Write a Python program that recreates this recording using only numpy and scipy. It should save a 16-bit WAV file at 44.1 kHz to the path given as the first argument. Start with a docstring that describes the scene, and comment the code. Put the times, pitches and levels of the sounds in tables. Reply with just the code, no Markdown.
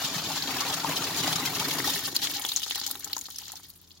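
"""Water thick with dead insects pours from a steel drum into a plastic bucket, close to the microphone.
The stream churns the bucket's low resonances, traps bubbles and throws spray; clumps land as splashes.
It thins to a dribble of single drops that tick and slap inside the bucket, a little to the left.
The place is outdoors and quiet: faint open air, and a motor humming far off."""
import sys
import numpy as np
from scipy import signal
from scipy.fft import rfft, irfft, next_fast_len
from scipy.io import wavfile
from scipy.ndimage import map_coordinates

SR = 44100
rng = np.random.default_rng(int(sys.argv[2]) if len(sys.argv) > 2 else 0)


def wav_record(signal):
    """Record a signal, one row per channel, as 16-bit PCM in the file named by sys.argv[1]."""
    frames = np.transpose(np.atleast_2d(signal))
    bounded = np.clip(frames, -1, 1)
    # unit amplitude maps onto the largest positive 16-bit level
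    quanta = np.round(bounded * 32767).astype(np.int16)
    wavfile.write(sys.argv[1], SR, quanta)


N = 176400

# The far motor. Each row: frequency in Hz, level in dB.
MOTOR_TONES = [(86.1, -64), (172.3, -71)]
# The pour. Each row: time in seconds, then relative levels in dB of churn, bubbles, spray and fizz.
POUR_LEVELS = [(0, -54, -34, -35, -44), (.16, -43, -37, -35.5, -43.5), (.42, -45, -38, -38, -45.5),
               (.62, -42.5, -32, -36.5, -44.5), (.85, -41.5, -34.5, -38, -42),
               (1.28, -39, -32.5, -36.5, -43), (1.62, -39, -35.5, -38.5, -42),
               (1.88, -41, -34.5, -32.5, -34.5), (2.11, -47, -46.5, -39, -43.5),
               (2.33, -45.5, -39.5, -36, -40.5), (2.52, -57.5, -50.5, -38, -42.5),
               (2.82, -57.5, -48, -40.5, -44.5), (3.1, -54, -52, -47.5, -50.5),
               (3.32, -68.5, -65.5, -52, -54), (3.54, -62.5, -57.5, -50, -52.5),
               (3.72, -73.5, -73.5, -60, -58.5), (4, -68, -98, -63, -70)]
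# The stream thinning. Each row: time in seconds, share of a full stream from 0 to 1.
FLOW_SHARE = [(0, 0.9), (1.4, 0.94), (1.9, 0.48), (2.4, .12), (4, .09)]
# Clumps landing. Each row: start in seconds, length in seconds, level in dB.
CLUMP_SPLASHES = [(0.033, 0.033, -32), (0.138, 0.019, -36), (0.734, 0.011, -26), (0.953, 0.03, -29.5),
                  (1.143, 0.07, -31), (1.221, 0.031, -34), (1.269, 0.012, -27), (1.319, 0.0091, -29),
                  (1.326, 0.0062, -26), (1.354, 0.01, -24), (1.389, 0.013, -30), (1.45, 0.015, -25),
                  (1.547, 0.012, -27), (1.593, 0.0095, -24.5), (1.641, 0.013, -29.5), (1.694, .006, -32),
                  (1.706, 0.0085, -24), (2.041, 0.026, -31), (2.146, 0.017, -29), (2.214, 0.043, -28.5),
                  (2.332, 0.037, -37)]
# Heavy clumps reaching the bottom. Each row: start in seconds, level in dB.
CLUMP_THUMPS = [(0.04, -34.5), (0.161, -30), (1.206, -32), (1.356, -32), (1.945, -35)]
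# Single drops. Each row: start in seconds, relative level in dB, ring in Hz, relative spatter in dB.
SINGLE_DROPS = [(0.4238, -5.5, 4550, -52), (2.164, 2.5, 4360, -22), (2.271, -5.5, 3340, -42),
                (2.45, -6.5, 3440, -31), (2.463, -12, 6400, -48), (2.4887, -12.5, 6400, -38),
                (2.5187, -5.5, 4000, -33), (2.5622, 0.5, 6540, -32), (2.573, -7.5, 6240, -38),
                (2.597, -14, 5960, -52), (2.709, -3.5, 3390, -38), (2.7503, -14, 7260, -30),
                (2.757, -9, 7160, -29), (2.7989, -11.5, 4860, -32), (2.865, -13, 6700, -25),
                (2.876, -13, 6000, -32), (2.9119, -13.5, 4600, -20), (2.955, -15.5, 3730, -35),
                (3.0448, -10.5, 7400, -31), (3.131, -5, 4200, -30.5), (3.166, -10.5, 6170, -35),
                (3.1805, -14, 6600, -32), (3.19, -14, 6500, -34), (3.2121, -15.5, 6340, -29),
                (3.266, -20.5, 4000, -38), (3.303, -20, 6700, -32), (3.3593, -16, 5430, -49),
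                (3.385, -12, 5470, -30.5), (3.481, -18.5, 6600, -47), (3.519, -16, 6850, -33.5),
                (3.5556, -19, 6130, -40), (3.702, -29, 4430, -41), (3.9156, -28, 4660, -60)]
# Air dragged under. Each row: start in seconds, relative level in dB, pitch in Hz.
AIR_POCKETS = [(0.846, -7, 950), (1.278, -14, 760), (1.802, -11.5, 1970), (2.128, -25.5, 359),
               (3.166, -24.5, 980), (3.285, -32.5, 1190), (3.536, -31.5, 845)]
# Blobs slapping the water. Each row: start in seconds, relative level in dB.
BLOB_SLAPS = [(2.448, -17), (2.518, -25.5), (2.573, -25), (2.665, -23), (2.709, -23.5), (2.757, -23.5),
              (2.815, -24), (2.904, -27), (2.953, -24), (3.166, -21.5), (3.286, -28.5), (3.425, -35.5),
              (3.482, -36), (3.5, -31.5), (3.598, -36)]
# Resonances of the bucket's air and body. Each row: centre in Hz, width in Hz, relative gain in dB.
AIR_MODES = [(810, 56, 4.5), (910, 190, -4), (1290, 270, -2.5), (1513, 61, -2.5), (1835, 254, 2.5),
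             (2230, 110, 0.5)]
BODY_MODES = [(121, 77, -4.5), (275.8, 32, 4), (366, 226, -4.5)]
# Spectra of the open air and the water sounds. Each row: frequency in Hz, relative level in dB.
OPEN_AIR_SPECTRUM = [(25, -25), (40, 8.5), (65, 1), (330, -9), (500, -18.5), (1000, -14), (2000, -22.5),
                     (16000, -30)]
BUBBLE_SPECTRUM = [(250, -63), (420, -14.5), (570, -6), (660, -1.5), (820, 0), (1150, -1.5), (1500, -6),
                   (1850, -8), (2400, -7.5), (3200, -6)]
SPRAY_SPECTRUM = [(1200, -20), (2300, -11.5), (3100, 0), (4100, 3), (5400, -0.5), (6900, -4), (8000, -12.5),
                  (10000, -46)]
FIZZ_SPECTRUM = [(5500, -14), (8000, -7), (9500, -1), (12000, 2.5), (15800, 3)]
SPLASH_SPECTRUM = [(400, -39), (900, -14), (2300, -4), (3200, 3.5), (4100, 3), (5400, 0.5), (6900, -5),
                   (8100, -12.5), (10500, -9)]
# Stereo width of the bucket's echoes. 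Each row: frequency in Hz, side over mid in dB.
ECHO_WIDTH = [(100, -23), (300, -2), (700, -11.5), (1500, -3), (3000, 2.5)]
# The bucket's balance at the microphone. Each row: frequency in Hz, left over right in dB.
LEFT_BIAS = [(250, 1), (700, 4), (2000, 2.5), (3300, 2), (5500, -0.5), (7200, 14.5), (8800, -9.5),
             (10500, -1.5), (12500, 2.5), (15500, 6.5)]

BUBBLES_PER_S, DROPLETS_PER_S, PLINKS_PER_S = 1800, 6700, 95  # in a full stream
SURGE_DB, BREAKUP_DB = 2.5, 1.5  # unevenness of a full stream; added as it thins
SIDE_HZ, SIDE_WIDTH_HZ, SIDE_DB = 153, 47, -3.5  # the bucket's side, once loaded with water
SIDE_SHARP, FILL_S = 0.3, 0.42  # it starts higher by this share and sinks as the bucket fills
WALLS_T60_S = 0.066


def amp(db):
    """Decibels to gain."""
    return 10 ** (np.asarray(db) / 20)


def unit(x):
    """x scaled to rms 1."""
    return x / np.sqrt(np.mean(x ** 2) + 1e-20)


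def along(points, hz):
    """(Hz, value) points, interpolated on a log frequency axis."""
    knots_hz, values = np.transpose(points)
    return np.interp(np.log(hz + 1), np.log(knots_hz + 1), values)


def curves(rows):
    """One value per sample for each column after the time."""
    times, *columns = np.transpose(rows)
    return [np.interp(np.arange(N) / SR, times, column) for column in columns]


def wobble(rate):
    """A smooth random curve, rate knots a second."""
    return map_coordinates(rng.standard_normal(int(N * rate / SR) + 4), [np.arange(N) * rate / SR])


def filtered(x, response):
    """x through a complex frequency response."""
    size = next_fast_len(N + SR // 2)
    return irfft(rfft(x, size) * response(np.fft.rfftfreq(size, 1 / SR)), size)[..., :N]


def coloured(x, spectrum):
    """x shaped by a (Hz, dB) spectrum, at rms 1."""
    return unit(filtered(x, lambda hz: amp(along(spectrum, hz))))


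def resonate(x, modes):
    """x ringing (Hz, width, dB) resonances."""
    return filtered(x, lambda f: sum(amp(db) * 1j * f * width / (hz * hz - f * f + 1j * f * width)
                                     for hz, width, db in modes))


def peaked(x, modes):
    """x through steep (Hz, width, dB) peaks, at rms 1."""
    return unit(filtered(x, lambda f: sum(amp(db) / (1 + (2 * (f - hz) / width) ** 2)
                                          for hz, width, db in modes)))


def add(track, start_s, sound):
    """Mix a sound into the track."""
    i = max(0, round(start_s * SR))
    track[..., i:i + sound.shape[-1]] += sound[..., :max(0, N - i)]


def ping(t, hz, cycles):
    """A bubble's ring: swells for some cycles, then dies."""
    age = t * hz / cycles
    return age * np.exp(1 - age) * np.sin(2 * np.pi * hz * t)


def bubble_cloud(flow, per_s, low_hz, high_hz, cycles, spread_db, samples):
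    """Random bubble rings, at rms 1: many in a full stream, few in a thin one."""
    draws = rng.random((int(per_s * N / SR), 4))
    start = (draws[:, 0] * (N - 1)).astype(int)
    kept = draws[:, 1] < flow[start]
    start, pitch, strength = start[kept], draws[kept, 2], draws[kept, 3]
    hz = low_hz + (high_hz - low_hz) * pitch
    gain = amp(spread_db * strength ** 2) * np.sqrt(hz / flow[start])  # short or sparse rings keep power
    rings = gain[:, None] * ping(np.arange(samples) / SR, hz[:, None], cycles)
    positions = start[:, None] + np.arange(samples)
    return unit(np.bincount(positions.ravel(), rings.ravel(), N + samples)[:N])


def outdoors():
    """A motor hums far from the microphone, in faint open-air noise."""
    t = np.arange(N) / SR
    hum = sum(amp(db) * np.sqrt(2) * np.sin(2 * np.pi * hz * t + wobble(6.9)) for hz, db in MOTOR_TONES)
    air = rng.standard_normal(N) + 0.99 * rng.standard_normal((2, N))
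    return hum + amp(-62) * coloured(air, OPEN_AIR_SPECTRUM)


def bucket_echoes(x, wet_db, t60_s=WALLS_T60_S):
    """x in stereo with short echoes off the bucket's walls, changing as the water moves."""
    echoes, t = np.zeros((2, N + SR)), np.arange(SR // 10) / SR
    hop = SR // 70
    for i in range(0, N, hop):
        tail = rng.standard_normal((2, len(t))) * amp(-60 * t / t60_s) * (1 - np.exp(-t / 0.00023))
        echo = signal.fftconvolve(x[None, i:i + hop], tail / np.linalg.norm(tail[0]), axes=1)
        echoes[:, i:i + echo.shape[1]] += echo
    mid = x + amp(wet_db) * echoes[0, :N]
    side = amp(wet_db) * filtered(echoes[1, :N], lambda hz: amp(along(ECHO_WIDTH, hz)))
    return np.array([mid + side, mid - side]) / np.sqrt(1 + amp(2 * wet_db))


def thumps():
    """A heavy clump reaches the bottom: one low push, hardly ringing."""
    track, t = np.zeros(N), np.arange(SR // 10) / SR
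    for start, db in CLUMP_THUMPS:
        add(track, start, amp(db) * ping(t, hz=155, cycles=0.65))
    return track


def plops():
    """A pocket of air, dragged under, rings for a few cycles."""
    track, t = np.zeros(N), np.arange(SR // 20) / SR
    for start, db, hz in AIR_POCKETS:
        add(track, start, amp(db - 8.5) * ping(t, hz, cycles=1.07))
    return track


def slaps():
    """Blobs slap the water, ringing the bucket's air and body; drops tap them lightly."""
    knocks, t = np.zeros(N), np.arange(SR // 20) / SR
    for start, db in BLOB_SLAPS:
        add(knocks, start, amp(db) * ping(t, hz=1160, cycles=0.36))
    for start, db, _, _ in SINGLE_DROPS:
        add(knocks, start, amp([db - 19]))
    return amp(-3.5) * resonate(knocks, AIR_MODES) + amp(-0.5) * resonate(knocks, BODY_MODES)


def drops():
    """A drop cracks on the surface, rings a tiny bubble and scatters fine spatter."""
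    rings, crack, spatter = np.zeros((3, N))
    t = np.arange(SR // 20) / SR
    lead_s = t.mean()  # each burst peaks mid-window, on the impact
    burst = lambda decay_s: np.exp(-abs(t - lead_s) / np.where(t < lead_s, 0.00017, decay_s))
    for start, db, hz, spatter_db in SINGLE_DROPS:
        add(rings, start, amp(db - 10) * ping(t, hz, cycles=1.09))
        add(crack, start - lead_s, amp(db - 24.5) * burst(decay_s=0.00096))
        add(spatter, start - lead_s, amp(spatter_db + 6.5) * burst(decay_s=0.00063))
    crack *= coloured(rng.standard_normal(N), SPRAY_SPECTRUM)
    spatter *= coloured(rng.standard_normal(N), FIZZ_SPECTRUM)
    return rings + crack + spatter


def splashes():
    """Each clump bursts into a short shower of droplets."""
    swell, t = np.zeros(N), np.arange(SR // 5) / SR
    for start, length, db in CLUMP_SPLASHES:
        age = 2 * t / length
        add(swell, start, amp(db) * age * np.exp((1 - age * age) / 2))
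    shower = bubble_cloud(np.ones(N), 7000, 486, 16160, cycles=0.74, spread_db=7.5, samples=300)
    return swell * coloured(shower, SPLASH_SPECTRUM)


def churn():
    """The plunging stream booms in the bucket and shakes its side, which rings lower as it fills."""
    churn_db, flow = curves(POUR_LEVELS)[0], curves(FLOW_SHARE)[0]
    pounding = lambda: rng.standard_normal(N) * amp(2.8 * wobble(70))
    pitch_ratio = 1 + SIDE_SHARP * np.exp(-np.arange(N) / SR / FILL_S)
    steady_side = peaked(pounding(), [(SIDE_HZ, SIDE_WIDTH_HZ, 0)])
    sinking_side = np.interp(np.cumsum(pitch_ratio), np.arange(N), steady_side, period=N)
    boom = peaked(pounding(), BODY_MODES)
    return amp(churn_db) * unit(boom + amp(SIDE_DB) * flow * sinking_side)


def stream():
    """Bubbles, spray and fizz surge together; as the stream breaks up, the bucket's air rings clearer."""
    _, bubble_db, spray_db, fizz_db = curves(POUR_LEVELS)
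    flow = curves(FLOW_SHARE)[0]
    depth_db = SURGE_DB + BREAKUP_DB * (1 - flow)
    shared_surge = wobble(130)

    def surging(per_s, low_hz, high_hz, hiss, **ring):
        """A bubble cloud over a wash of noise, swelling with the stream."""
        surge = amp(depth_db * (0.87 * shared_surge + 0.88 * wobble(260)))
        cloud = bubble_cloud(flow, per_s, low_hz, high_hz, **ring)
        return surge * (cloud + hiss * np.sqrt(flow) * rng.standard_normal(N))

    gurgle = lambda: surging(BUBBLES_PER_S, 327, 3100, hiss=0.54, cycles=0.63, spread_db=6.5, samples=800)
    mist = lambda: surging(DROPLETS_PER_S, 2230, 15200, hiss=0.47, cycles=0.38, spread_db=12, samples=120)
    full = np.sqrt(flow) * coloured(gurgle(), BUBBLE_SPECTRUM)
    hollow = np.sqrt(1 - flow) * peaked(gurgle(), AIR_MODES)
    plinks = flow * bubble_cloud(flow, PLINKS_PER_S, 988.5, 4636, cycles=4.8, spread_db=-8, samples=2000)
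    bubbles = amp(bubble_db - 1.96) * (full + hollow + amp(-8.5) * plinks)
    spray = amp(spray_db) * coloured(mist(), SPRAY_SPECTRUM)
    fizz = amp(fizz_db) * coloured(mist(), FIZZ_SPECTRUM)
    return bubbles + spray + fizz


def scene():
    """The bucket stands close, a little left of the microphone, with the open air behind."""
    pour = bucket_echoes(stream() + splashes(), wet_db=-1)
    ticks = bucket_echoes(drops(), wet_db=0.5, t60_s=0.024)
    blobs = bucket_echoes(slaps() + plops(), wet_db=-5.5)
    water = pour + ticks + blobs + churn() + thumps()
    placed = filtered(water, lambda hz: amp(np.outer([0.5, -0.5], along(LEFT_BIAS, hz))))
    return placed + outdoors()


def record(dry):
    """The microphone thins the deep bass and keeps nothing above its band limit."""
    low_cut_hz, top_hz = 73, 16000
    return filtered(dry, lambda hz: (hz < top_hz) * hz ** 2 / np.hypot(hz ** 2, low_cut_hz ** 2))


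dry = scene()
out = record(dry)
wav_record(out)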